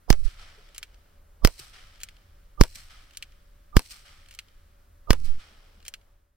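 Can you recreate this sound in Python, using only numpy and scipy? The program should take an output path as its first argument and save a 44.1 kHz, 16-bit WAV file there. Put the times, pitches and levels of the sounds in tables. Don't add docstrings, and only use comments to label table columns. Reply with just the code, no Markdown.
import sys
import numpy as np
from scipy import signal
from scipy.fft import rfft, irfft
from scipy.io import wavfile
from scipy.ndimage import uniform_filter1d

SR = 44100
rng = np.random.default_rng(int(sys.argv[2]) if len(sys.argv) > 2 else 0)


def materialize(psi):
    bounded = np.clip(np.atleast_2d(psi).T, -1, 1)
    quanta = np.round(bounded * 32767).astype(np.int16)
    wavfile.write(sys.argv[1], SR, quanta)


def attenuation_scalar(level_db):
    decades = np.asarray(level_db, float) / 20
    return 10 ** decades


N = 280476

# (time [s], gas push length [ms], lead of the smear ahead of the front [s])
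SHOT_TIMES = [
    (.1031, 2.0, .025),
    (1.4487, 1.8, .03),
    (2.6106, 1.95, .036),
    (3.7669, 1.95, .041),
    (5.1055, 2.0, .034),
]
# (frequency [Hz], density [dB per Hz])
JET_SPECTRUM = [(350, -32.5), (600, -3.5), (803, -4.5), (1100, 1), (2090, -18), (2400, -12.5), (3000, 2.5),
                (3790, -7.5), (5150, 7), (7280, -11), (9340, -4.5), (10600, -13), (13800, -3), (15300, -7),
                (16300, -32)]


def evened(x):
    return x / np.sqrt(np.mean(x ** 2) + 1e-20)


def read(points, hz):
    f, value = np.transpose(points)
    return np.interp(np.log(hz + 1), np.log(f + 1), value)


def add(mix, s, sound):
    part = mix[:, round(s * SR):][:, :sound.shape[-1]]
    part += sound[..., :part.shape[1]]


def resonate(x, hz, width):
    b, a = signal.iirpeak(hz, hz / width, SR)
    return signal.lfilter(b, a, x)


def alike(a, b, same):
    same = np.clip(same, -1, 1)
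    return np.array([a, same * a + np.sqrt(1 - same ** 2) * b])


def pair(size, same):
    a, b = rng.standard_normal((2, size))
    return alike(a, b, same)


def coloured(x, spectrum):
    hz = np.fft.rfftfreq(x.shape[1], 1 / SR)
    return evened(irfft(rfft(x) * attenuation_scalar(read(spectrum, hz)), x.shape[1]))


def swells(rows, t):
    s, db, rise, t60 = np.transpose(rows)[:, :, None]
    steps = t[::32]
    rising = 30 * np.maximum(s - steps, 0) / rise
    dying = 60 * np.maximum(steps - s, 0) / t60
    power = attenuation_scalar(db - rising - dying) ** 2
    return np.interp(t, steps, np.sqrt(power.sum(0)))


def air_hiss():
    # (frequency [Hz], density [dB per Hz])
    air_spectrum = [(65, -26.5), (110, -6), (229, -10), (289, -12.5), (363, -9.5), (519, -11.5), (564, -13),
                    (877, -10), (933, -9.5), (1330, -7.5), (1790, -12), (2720, -18.5), (8440, -21),
                    (14200, -21), (16500, -21)]
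    # (frequency [Hz], left-right likeness [-])
    likeness = [(60, 0.71), (130, -1.6), (290, 0.96), (640, -1.4), (1410, 0.12), (3100, 0.95), (6820, -0.4),
                (15000, 0.32)]
    hz = np.fft.rfftfreq(N, 1 / SR)
    a, b = rfft(rng.standard_normal((2, N)))
    both = alike(a, b, read(likeness, hz))
    return attenuation_scalar(-68) * evened(irfft(both * attenuation_scalar(read(air_spectrum, hz)), N))


def far_machine():
    # (centre [Hz], width [Hz], level [dB])
    hum = (572, 9, -76)
    # (centre [Hz], width [Hz], level [dB])
    drone = (79, 14, -65.5)
    hz, width, db = drone
    low = resonate(resonate(pair(N, same=1.0), hz, width), hz, width)
    out = attenuation_scalar(hum[2]) * evened(resonate(pair(N, same=0.17), *hum[:2]))
    out += attenuation_scalar(db) * evened(low)
    out += attenuation_scalar(db + 3.0) * evened(resonate(pair(N, same=0.96), hz / 2, width))
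    return out


def leaves(t):
    # (peak time [s], level [dB], rise [s], t60 [s])
    rustle = [
        (.42, -67, .2, 6.3),
        (1.8, -73, .8, 3),
        (5.45, -67.5, .3, 6),
    ]
    lumps = evened(uniform_filter1d(rng.standard_normal(N), 900))
    rub = resonate(resonate(pair(N, same=0.49), 550, 700), 460, 900)
    calm_db = -82.5
    return np.hypot(attenuation_scalar(calm_db), swells(rustle, t)) * attenuation_scalar(2.2 * lumps) * evened(rub)


def breeze(t):
    # (frequency [Hz], density [dB per Hz])
    rumble = [(7.1, -37.5), (12, 1.5), (27, 3), (43, -3), (60, -15), (87, -13), (102, -22), (129, -24.5),
              (200, -28.5), (260, -62.5), (440, -120)]
    # (peak time [s], level [dB], rise [s], t60 [s])
    gusts = [
        (.14, -35.5, .1, 0.13),
        (.35, -47, .2, 1.63),
        (1.45, -48, .15, .6),
        (1.66, -52, .2, 5),
        (2.36, -52.5, .3, 3.4),
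        (2.68, -49, .15, 3),
        (5.15, -40.5, .2, .8),
        (5.24, -36, .08, .25),
    ]
    calm_db = -57
    return np.hypot(attenuation_scalar(calm_db), swells(gusts, t)) * coloured(pair(N, same=1.0), rumble)


def ducking(t):
    # (gain change [dB], hold [s])
    duck = (-2.2, 0.059)
    since = t - np.array(SHOT_TIMES)[:, :1]
    held = (since > 0) * np.clip(2 - since / duck[1], 0, 1)
    return attenuation_scalar(duck[0] * held.sum(0))


def field():
    t = np.arange(N) / SR
    return (air_hiss() + leaves(t) + far_machine()) * ducking(t) + breeze(t)


def echoes():
    # (frequency [Hz], density [dB per Hz])
    hedge_spectrum = [(410, -50.5), (700, -20), (1170, -17.5), (1810, -9), (2460, -4.5), (3700, -9),
                      (4170, 0.5), (4460, -3.5), (5810, -3), (6890, -12.5), (7560, -5), (9400, -7),
                      (10400, -14), (15200, -14), (16500, -33)]
    # (frequency [Hz], density [dB per Hz])
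    slope_spectrum = [(290, -40), (500, -20.5), (745, -7.5), (959, -13), (1140, -7), (1270, 0), (1450, -4),
                      (2470, -4), (2670, -8.5), (3010, -2.5), (3770, -7.5), (5400, -8.5), (6960, -19.5),
                      (7840, -16.5), (12000, -27), (15600, -55.5), (22000, -120)]
    # (delay after the shot [s], level [dB], rise [s], t60 [s])
    hedge_returns = [(.004, -41, .003, 0.17), (.05, -56, .03, 1.2), (.09, -54, .02, .12),
                     (.149, -40.5, .03, .065), (.175, -52.5, .06, .4), (.292, -65.5, 0.017, 1)]
    # (delay after the shot [s], level [dB], rise [s], t60 [s])
    slope_returns = [(.03, -70, 0.033, 0.33), (.163, -52.5, 0.052, 0.74), (.292, -52, 0.034, 1.16),
                     (.55, -65, 0.26, 2.7)]
    # (hedge level [dB], slope level [dB])
    shot_levels = [(-6, 1.5), (0, 0.5), (-0.5, -1.5), (1, -2), (-6, -2)]
    t = np.arange(0, 1.1, 1 / SR)
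    out = np.zeros((2, N))
    for row, (near_db, far_db) in zip(SHOT_TIMES, shot_levels):
        grain = evened(uniform_filter1d(rng.standard_normal((2, len(t))), 90))
        stems = (rng.random(len(t)) < 45 / SR) * rng.exponential(1, len(t))
        stems = uniform_filter1d(stems, 60) * 60
        near_db = near_db + 1.3 * np.minimum(stems, 2.5)
        hedge = swells(hedge_returns, t) * attenuation_scalar(near_db + 2.8 * grain[0])
        hedge = hedge * coloured(pair(len(t), same=0.23), hedge_spectrum)
        slope = swells(slope_returns, t) * attenuation_scalar(far_db + 1.6 * grain[1])
        slope = slope * coloured(pair(len(t), same=0.3), slope_spectrum)
        add(out, row[0], (hedge + slope) * (t > .003))
    return out


def thud(db, hz, t60):
    t = np.arange(0, .1, 1 / SR)
    return attenuation_scalar(db - 60 * t / t60) * np.clip(t / 0.013, 0, 1) * np.sin(2 * np.pi * hz * t)


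def add_thuds(mix):
    # (time [s], peak [dB], pitch [Hz], t60 [s])
    thuds = [
        (.578, -44, 422, 0.057),
        (1.594, -44, 130, 0.097),
        (1.594, -27.5, 360, 0.019),
        (2.755, -46.5, 212, 0.055),
        (3.912, -47, 261, 0.035),
        (5.51, -55.5, 225, 0.12),
        (5.77, -45, 197, 0.056),
    ]
    for s, *settings in thuds:
        add(mix, s, thud(*settings))


def click(db, bright_db, t60, bounce, rise):
    # (centre [Hz], width [Hz], level [dB])
    steel = [(1570, 1600, 2), (2350, 680, 0.5), (3070, 230, 8), (4050, 570, 0.5)]
    # (centre [Hz], width [Hz], level [dB])
    small_parts = [(6250, 1700, 0), (7470, 360, 5), (8880, 690, 6), (13000, 1600, -1)]
    t = np.arange(0, .08, 1 / SR)
    knock = attenuation_scalar(-60 * t / 0.0084)
    rattle = knock + bounce * np.roll(knock, 175) + attenuation_scalar(-8 - 60 * t / t60)
    drive = pair(len(t), same=0.71) * rattle * np.clip(t / rise, 0, 1)
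    frame = sum(attenuation_scalar(level) * resonate(drive, hz, width) for hz, width, level in steel)
    no_bass = signal.butter(4, 1450, "high", fs=SR, output="sos")
    frame = signal.sosfilt(no_bass, frame)
    frame += 11.0 * bounce * resonate(drive, 2870, 130)
    parts = sum(attenuation_scalar(level) * resonate(drive, hz, width) for hz, width, level in small_parts)

    def by_attack(x):
        return x / np.sqrt(np.mean(x[:, :130] ** 2))

    return attenuation_scalar(db) * (by_attack(frame) + attenuation_scalar(bright_db) * by_attack(parts))


def add_trigger_parts(mix):
    # (time [s], peak [dB])
    ticks = [(.6888, -57), (.9433, -57), (1.9574, -55), (1.9779, -61), (2.1665, -57), (3.1083, -54),
             (3.3209, -59.5), (4.2597, -54.5), (4.4842, -58), (5.8022, -59), (5.8272, -56), (6.0132, -63)]
    springs = [(.7462, -49.5), (2.0023, -51), (3.1338, -58), (4.2857, -54), (4.3091, -49.5),
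               (5.8506, -50.5)]
    pawls = [(.7594, -51), (2.0118, -48.5), (3.1474, -57), (4.3244, -56), (5.8611, -47.5)]
    sears = [(.7806, -40), (2.0333, -37.5), (3.1712, -40), (4.3395, -57), (4.3487, -53), (5.881, -39)]
    latches = [(.829, -33), (2.0872, -43.5), (3.225, -33.5), (4.389, -33), (5.9389, -33.5)]
    # (bright share [dB], t60 [s], bounce share [-], rise [s])
    tick_voice = (-20, .024, 0.24, .001)
    spring_voice = (-3.5, 0.063, 0.15, .0015)
    pawl_voice = (-13, 0.1, 0.16, .002)
    sear_voice = (6, .045, .08, .0002)
    latch_voice = (-12, 0.053, .35, .0001)
    for events, voice in ((ticks, tick_voice), (springs, spring_voice), (pawls, pawl_voice),
                          (sears, sear_voice), (latches, latch_voice)):
        for s, db in events:
            add(mix, s, click(db, *voice))


def spike(t, ms):
    u = np.maximum(t, 0) * 1000 / ms
    return -2 * np.e * u * (1 - u / 2) * np.exp(-u)


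def strike(db, knock_db):
    # (frequency [Hz], level [dB], t60 [s])
    board = [(500, -7.5, 0.03), (950, -7.5, 0.0045), (2490, -14, .01), (5400, -4.5, 0.0027),
             (7800, 4.5, 0.0024)]
    t = np.arange(0, .06, 1 / SR)
    rings = []
    for hz, level, t60 in board:
        hz = hz * rng.uniform(0.76, 1.5)
        rings.append(attenuation_scalar(level - 60 * t / t60) * np.sin(2 * np.pi * hz * t))
    direct = .6 * spike(t, 0.091) - 1.5 * sum(rings[2:]) - attenuation_scalar(knock_db) * sum(rings[:2])
    softened = uniform_filter1d(direct, 14)
    bounced = direct + sum(.4 ** k * np.roll(softened, 180 * k) for k in range(1, 5))
    splat = attenuation_scalar(-5 - 60 * t / .006)
    scatter = attenuation_scalar(-20 - 60 * t / 0.013)
    debris = (splat + scatter) * coloured(pair(len(t), same=0.58), JET_SPECTRUM)
    shudder = evened(resonate(pair(len(t), same=.9), 450, 730))
    debris += attenuation_scalar(knock_db - 10 - 60 * t / .075) * shudder
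    return attenuation_scalar(db) * (bounced + debris)


def add_strikes(mix):
    # (time [s], peak [dB], knock under the snap [dB])
    strikes = [
        (.1284, -22.5, -3),
        (1.4737, -15.5, -9),
        (2.6368, -20, -4.5),
        (3.7933, -21.5, -8),
        (5.1314, -17, -6),
    ]
    for s, *settings in strikes:
        add(mix, s, strike(*settings))


def spent_gas():
    # (time [s], half length [s], left pressure [full scale], right pressure [full scale])
    eddies = [(0.137, 0.028, -0.032, -0.18), (0.183, 0.069, -.005, -.09), (.205, .02, 0.0063, -0.095),
              (.233, 0.012, 0, .14), (0.263, .016, 0, 0.32), (0.281, 0.0095, -0.0028, -0.092),
              (5.129, 0.046, -0.035, -0.12), (5.222, 0.11, -0.034, -0.084), (5.258, 0.033, 0.013, -0.073),
              (5.301, 0.044, .02, 0.24), (5.35, 0.065, 0.073, 0.085)]
    # (start [s], end [s], level [dB])
    flutters = [
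        (.13, 0.299, -43.5),
        (5.135, 5.398, -42.5),
    ]
    out = np.zeros((2, N))
    for s, half, left, right in eddies:
        add(out, s - half, np.outer([left, right], np.hanning(round(2 * half * SR))))
    for start, end, db in flutters:
        passing = signal.windows.tukey(round((end - start) * SR), .15)
        flutter = resonate(resonate(rng.standard_normal(SR // 2), 51, 60), 51, 60)
        flutter = evened(flutter)[-len(passing):]
        add(out, start, np.outer([.15, 1], attenuation_scalar(db) * passing * flutter))
    return out


def jet_noise(t, push, crack_db, swirl_db):
    jet = attenuation_scalar(-60 * t / .012) + attenuation_scalar(-7 - 60 * t / .04)
    jet = jet * (1 - .6 * push)
    ahead = attenuation_scalar(-20 + 60 * t / 0.03)
    noise = coloured(pair(len(t), same=0.48), JET_SPECTRUM)
    hiss = attenuation_scalar(crack_db) * np.where(t > 0, jet, ahead) * noise
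    hiss *= attenuation_scalar(2.5 * evened(uniform_filter1d(rng.standard_normal(len(t)), 50)))
    swirl = evened(resonate(pair(len(t), same=0.81), 1700, 1200))
    return hiss + attenuation_scalar(swirl_db - 60 * abs(t) / 0.025) * (t > 0) * swirl


def early_smear(t, lead, hz, thin_db, dull_db):
    tone = attenuation_scalar(thin_db) * np.sin(2 * np.pi * hz * t)
    tone = tone * np.clip((t + lead) / 0.0039, 0, 1) * (t < 0) * attenuation_scalar(60 * t / 0.4)
    band = signal.butter(4, [300, 1250], "band", fs=SR, output="sos")
    dull = signal.sosfiltfilt(band, rng.standard_normal(len(t)))
    return tone + attenuation_scalar(dull_db + 60 * t / 0.07) * evened(dull) * (t < 0) * (t > -lead)


def shot(ms, lead, crack_db, swirl_db, smear_hz, smear_db, dull_db, left, right):
    push_l, swing_l, damp_l = left
    push_r, swell_r, swing_r, half, damp_r = right
    t = np.arange(-.045, .16, 1 / SR)
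    end = t - ms / 1000
    u = np.maximum(end, 0) * 1000
    after = np.clip(u / .12, 0, 1)
    push = np.clip((t - .0004) / .0004, 0, 1) * (1 - after)
    fronts = .3 * spike(t, 0.026) + .36 * spike(t - .0003, 0.012) + .15 * spike(end, 0.15)
    hiss = jet_noise(t, push, crack_db, swirl_db)
    smear = early_smear(t, lead, smear_hz, smear_db, dull_db)
    ramp = np.sin(np.pi * np.clip(1 + t / .03, 0, 1) / 2)
    swell = 1.2 * ramp ** 6 - .2 * ramp

    left_capsule = push_l * push
    left_capsule += swing_l * after * np.exp(-u / damp_l) * np.cos(np.pi * u / 36)
    left_capsule += .2 * abs(swell_r) * swell ** 4 * (t < 0) + .07 * smear

    sag = 1 - .6 * np.clip(t / ms * 1000, 0, 1) ** 2
    phase = np.pi * u / half + 1.2 * (swing_r > 0)
    right_capsule = push_r * push * sag
    right_capsule += swing_r * .96 * after * np.exp(-u / damp_r) * np.sin(phase)
    right_capsule += swell_r * swell * np.exp(-u / 1.8) + smear
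    right_capsule -= .55 * after * np.exp(-u / .7) * np.cos(2 * np.pi * u / 1.1)
    return np.array([left_capsule, right_capsule]) + fronts + hiss


def add_shots(mix):
    # (crack [dB], swirl [dB], thin smear pitch [Hz], thin smear [dB], dull smear [dB])
    blasts = [(-14, -22, 730, -46, -30), (-13, -23.5, 1150, -43, -32), (-14.5, -23, 1200, -37.5, -32.5),
              (-15, -23.5, 1200, -39, -32), (-16.5, -13.5, 1220, -36, -28.5)]
    # (push [full scale], swing after it [full scale], damping [ms])
    left_rows = [(-.1, .22, 10), (.88, -.2, 9), (1.15, -.56, 11), (.8, -.54, 9), (1.0, .22, 7)]
    # (push [full scale], swell ahead [full scale], swing [full scale],
    # half period [ms], damping [ms])
    right_rows = [(-.35, -.14, 1.2, 22, 13), (.35, .45, -1.3, 19, 11), (.3, .33, -2.7, 17.5, 7),
                  (.15, .25, -3.1, 15.5, 4.6), (.7, .22, .95, 21, 8)]
    for (s, *timing), blast, left, right in zip(SHOT_TIMES, blasts, left_rows, right_rows):
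        add(mix, s - .045, shot(*timing, *blast, left, right))


def scene():
    near = spent_gas()
    add_thuds(near)
    add_trigger_parts(near)
    add_strikes(near)
    add_shots(near)
    near = np.array([np.roll(near[0], 2), near[1]])
    return near + field() + echoes()


def top_cut(x):
    return signal.sosfilt(signal.butter(12, 16770, fs=SR, output="sos"), x)


def record(dry):
    # (start [s], curve [dB per s squared])
    fade = (5.792, -43)
    clipped = np.clip(dry, -.99, .99)
    low_pass = signal.firwin(255, 16150, fs=SR)[None]
    fade_db = fade[1] * np.maximum(np.arange(N) / SR - fade[0], 0) ** 2
    mix = signal.oaconvolve(clipped, low_pass, "same") * attenuation_scalar(fade_db)
    return top_cut(mix)


dry = scene()
out = record(dry)
materialize(out)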